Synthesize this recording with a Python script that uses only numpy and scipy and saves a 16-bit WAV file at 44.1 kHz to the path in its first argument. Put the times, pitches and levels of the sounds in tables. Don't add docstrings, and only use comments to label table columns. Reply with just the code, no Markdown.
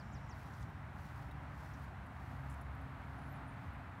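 import sys
import numpy as np
from scipy import signal
from scipy.fft import rfft, irfft
from scipy.io import wavfile
from scipy.ndimage import uniform_filter1d

SR = 44100
rng = np.random.default_rng(int(sys.argv[2]) if len(sys.argv) > 2 else 0)


def pcm_store(signal):
    levels = np.round(np.clip(np.atleast_2d(signal), -1, 1) * 32767)
    wavfile.write(sys.argv[1], SR, levels.astype(np.int16).T)


N = 176400
TIME = np.arange(N) / SR
LOW_CUT_HZ, CUTOFF_HZ = 33, 15750


def from_db(db):
    return 10 ** (np.asarray(db) / 20)


def unit_rms(x):
    return x / np.sqrt(np.mean(x ** 2) + 1e-20)


def in_time(rows):
    s, *columns = np.transpose(rows)
    return [np.interp(TIME, s, column) for column in columns]


def drift(corner_hz):
    step, settle = 40, 2000
    pole = np.exp(-2 * np.pi * corner_hz * step / SR)
    white = rng.standard_normal(N // step + settle + 2)
    slow = signal.lfilter([1], [1, -2 * pole, pole * pole], white)[settle:]
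    return np.interp(np.arange(N) / step, np.arange(len(slow)), unit_rms(slow))


def noise(spectrum):
    hz, db = np.transpose(spectrum)
    bins_hz = np.maximum(np.arange(N // 2 + 1) * SR / N, 1)
    skirts = np.minimum(bins_hz / hz[0], 1) ** 2 * np.minimum(hz[-1] / bins_hz, 1) ** 2
    colour = from_db(np.interp(np.log(bins_hz), np.log(hz), db))
    return unit_rms(irfft(rfft(rng.standard_normal(N)) * skirts * colour, N))


def humps(rows):
    return np.sqrt(sum(from_db(db) ** 2 * np.exp(-((TIME - s) / width) ** 2) for s, width, db in rows))


def phase(hz):
    return 2 * np.pi * np.cumsum(hz) / SR


def burst(start_s, decay_s, rise_s=0.00084):
    age = np.clip(TIME - start_s, 0, 20 * decay_s)
    return np.sqrt(2) * rng.standard_normal(N) * (1 - np.exp(-age / rise_s)) * np.exp(-age / decay_s)


def hiss(level_db=-82):
    # frequency_hz, relative_db
    spectrum = [(2000, -3), (5000, 0), (7000, 1.5), (9200, 2.5), (10200, -3), (11300, 0.5), (13000, -1.5),
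                (15500, -4)]
    return from_db(level_db) * noise(spectrum)


def shrill():
    # frequency_hz, relative_db
    spectrum = [(4500, -9), (5300, 1.5), (5750, 2.5), (6300, -8), (7200, -4), (8500, -21)]
    # time_s, level_db
    fade = [(0, -78), (.5, -82.5), (1, -90), (1.7, -83.5), (2.3, -95), (4, -96)]
    level_db, = in_time(fade)
    return from_db(level_db) * noise(spectrum)


def traffic_rumble(level_db=-50.5, evenness=0.66, window_s=0.034):
    # frequency_hz, relative_db
    spectrum = [(20, -58), (30, -33.5), (40, -16), (50, -6.5), (62, 0.5), (80, 0), (110, 0), (160, -7),
                (220, -10), (300, -17), (450, -26), (700, -44.5)]
    # centre_s, width_s, level_db
    swells = [(.13, 0.055, -51), (.24, 0.021, -48.5), (.655, 0.055, -46), (1.25, .07, -53),
              (2.45, .1, -58.5), (2.86, 0.023, -52), (3.67, 0.04, -51.5)]
    # frequency_hz, relative_db
    swell_spectrum = [(30, -43), (55, -5.5), (75, -4.5), (120, -4), (170, -12.5), (300, -34)]
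    rumble = noise(spectrum)
    power = uniform_filter1d(rumble ** 2, int(window_s * SR))
    even = unit_rms(rumble / power ** (evenness / 2))
    return from_db(level_db) * even + humps(swells) * noise(swell_spectrum)


def tyres(flutter_db=0.4):
    # frequency_hz, relative_db
    spectrum = [(250, -14.5), (480, -11.5), (620, -2.5), (760, 0), (1050, -1), (1550, -3.5), (2000, -8),
                (2500, -14.5), (3200, -21.5), (4200, -27), (6000, -41), (10000, -47)]
    # time_s, level_db
    rise = [(0, -56.5), (.9, -56), (1.9, -55.5), (2.7, -55), (3.3, -54.5), (4, -54.5)]
    # centre_s, width_s, level_db
    sings = [(3.27, 0.11, -63)]
    # frequency_hz, relative_db
    sing_spectrum = [(600, -28), (680, -1), (710, -3), (760, 0), (810, -12), (900, -16)]
    level_db, = in_time(rise)
    wash = from_db(level_db + flutter_db * drift(4.6)) * noise(spectrum)
    return wash + humps(sings) * noise(sing_spectrum)


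def engine(wobble=0.005, waver_db=1.0):
    # time_s, rate_hz
    firing = [(0, 66.47), (.6, 69.1), (.9, 71.44), (1.4, 71.45), (1.75, 69.8), (1.95, 67.31), (2.5, 67.25),
              (3.0, 67.26), (3.4, 68.1), (4, 68)]
    # time_s, first_db, second_db, fourth_db
    levels = [(0, -59, -58.5, -78.5), (.7, -57.5, -60, -68), (1.05, -58, -57, -73),
              (1.3, -57.5, -60, -63.5), (1.8, -57.5, -53, -68.5), (2.05, -62, -62.5, -73),
              (2.4, -51.5, -48.5, -63), (2.699, -53, -56.5, -64.5), (2.95, -57, -61, -63),
              (3.27, -59, -54, -59.5), (3.6, -73, -59, -62.5), (4, -59, -61, -66.5)]
    rate_hz, = in_time(firing)
    cycle = phase(rate_hz * (1 + wobble * drift(4.73)))
    out = np.zeros(N)
    for order, level_db in zip((1, 2, 4), in_time(levels)):
        amplitude = np.sqrt(2) * from_db(level_db + waver_db * drift(4.4))
        out += amplitude * np.sin(order * cycle + 2 * np.pi * rng.random())
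    return out


def grass_steps(grain_db=1.8):
    # centre_s, width_s, level_db
    swishes = [(.43, 0.072, -72.5), (.59, 0.059, -73), (1.04, 0.06, -72), (1.195, 0.067, -74.5),
               (1.65, .085, -73), (1.82, 0.042, -74), (2.27, .1, -76), (2.5, 0.1, -77.5),
               (2.82, .09, -83.5), (3.17, 0.19, -81.5), (3.64, .055, -79.5)]
    # frequency_hz, relative_db
    spectrum = [(1500, -14.5), (3000, 2.5), (4200, 7), (5800, 3.5), (7500, 0), (10000, -1.5), (12500, 0),
                (15500, -4)]
    return humps(swishes) * noise(spectrum) * from_db(grain_db * drift(140))


def ticks(decay_s=0.0037):
    # start_s, level_db, centre_hz, width_octaves
    snaps = [(.537, -63, 5570, .45), (.608, -67, 7000, 1.2), (.617, -66, 6000, 1.2), (0.627, -61, 4670, 1),
             (.70, -77, 12800, .12), (1.272, -78, 11200, .1), (1.287, -75, 11000, .4),
             (1.736, -62.5, 6200, .25), (1.746, -69, 5500, .3), (1.843, -66, 4500, 0.96),
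             (2.059, -73, 11100, 0.14), (2.066, -72, 9000, .5), (2.498, -63, 8500, .65),
             (2.508, -66, 8500, 0.73), (2.516, -69, 8500, .65), (2.525, -67, 8500, .65),
             (2.540, -66, 8800, .6), (2.749, -71, 11500, .35), (2.814, -73, 11200, 0.39),
             (3.734, -75, 11300, .12)]
    out = np.zeros(N)
    for start_s, level_db, centre_hz, octaves in snaps:
        low_hz = centre_hz * 2 ** (-octaves / 2)
        high_hz = min(centre_hz * 2 ** (octaves / 2), CUTOFF_HZ)
        band = signal.butter(2, [low_hz, high_hz], "band", fs=SR, output="sos")
        makeup = np.sqrt(SR / 2 / (high_hz - low_hz))
        out += from_db(level_db) * makeup * signal.sosfilt(band, burst(start_s, decay_s))
    return out


def clinks(contact_s=0.0013, snap_db=-7, snap_s=0.007):
    # start_s, level_db, tilt_db_per_octave
    touches = [(1.311, -61.5, -7.5), (1.43, -71, 0), (2.612, -62, 14)]
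    # frequency_hz, relative_db, t60_s
    modes = [(3800, -3.5, 0.032), (9400, -6, 0.032), (11100, -4.5, 0.039)]
    middle_hz = np.mean([hz for hz, _, _ in modes])
    out = np.zeros(N)
    for start_s, level_db, tilt in touches:
        age = np.clip(TIME - start_s, 0, 0.5)
        out += from_db(level_db + snap_db) * burst(start_s, snap_s)
        for hz, mode_db, t60_s in modes:
            gain = from_db(level_db + mode_db + tilt * np.log2(hz / middle_hz))
            envelope = np.exp(-np.log(1000) * age / t60_s) * (1 - np.exp(-age / contact_s))
            out += gain * envelope * np.sin(2 * np.pi * hz * age)
    return out


def tree_scatter(song, level_db=-18, decay_s=0.033):
    response = rng.standard_normal(SR // 2) * np.exp(-TIME[:SR // 2] / decay_s)
    return from_db(level_db) * signal.fftconvolve(song, response / np.linalg.norm(response))[:N]


def twitter(waver):
    # time_s, pitch_hz, level_db
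    contour = [(3.165, 9500, -95), (3.185, 9950, -78), (3.215, 9650, -86), (3.245, 10680, -80),
               (3.275, 10330, -87), (3.305, 11950, -77), (3.316, 12450, -76), (3.328, 12050, -72),
               (3.346, 10150, -84), (3.362, 9800, -76), (3.38, 8500, -89), (3.46, 8600, -97),
               (3.484, 9480, -78), (3.518, 8950, -89), (3.536, 9580, -83), (3.565, 8800, -98)]
    pitch_hz, level_db = in_time(contour)
    sounding = (TIME > contour[0][0]) * (TIME < contour[-1][0])
    return np.sqrt(2) * from_db(level_db) * np.sin(phase(pitch_hz * waver)) * sounding


def chirps(waver, length_s=0.08, top_hz=7890, floor_hz=1493, fall_s=0.064, fade_s=0.036):
    # start_s, gain_db
    calls = [(-.035, -63), (0.124, -62.5), (0.283, -63.5)]
    out = np.zeros(N)
    for start_s, gain_db in calls:
        age = np.maximum(TIME - start_s, 0)
        pitch_hz = floor_hz + (top_hz - floor_hz) * np.exp(-age / fall_s)
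        envelope = np.sin(np.pi * np.minimum(age / length_s, 1)) * np.exp(-age / fade_s)
        out += 2 * from_db(gain_db) * envelope * np.sin(phase(pitch_hz * waver))
    return out


def bird(jitter=0.008, flicker_db=2.5):
    waver = 1 + jitter * drift(300)
    song = (twitter(waver) + chirps(waver)) * from_db(-flicker_db * drift(90))
    return song + tree_scatter(song)


def scene():
    distant = traffic_rumble() + tyres() + engine() + hiss()
    wood = bird() + shrill()
    nearby = grass_steps() + ticks() + clinks()
    return (distant + wood + nearby)[None]


def record(dry):
    high_pass = signal.butter(4, LOW_CUT_HZ, "high", fs=SR, output="sos")
    low_pass = signal.ellip(12, 0.1, 80, CUTOFF_HZ, fs=SR, output="sos")
    return signal.sosfilt(low_pass, signal.sosfilt(high_pass, dry))


dry = scene()
out = record(dry)
pcm_store(out)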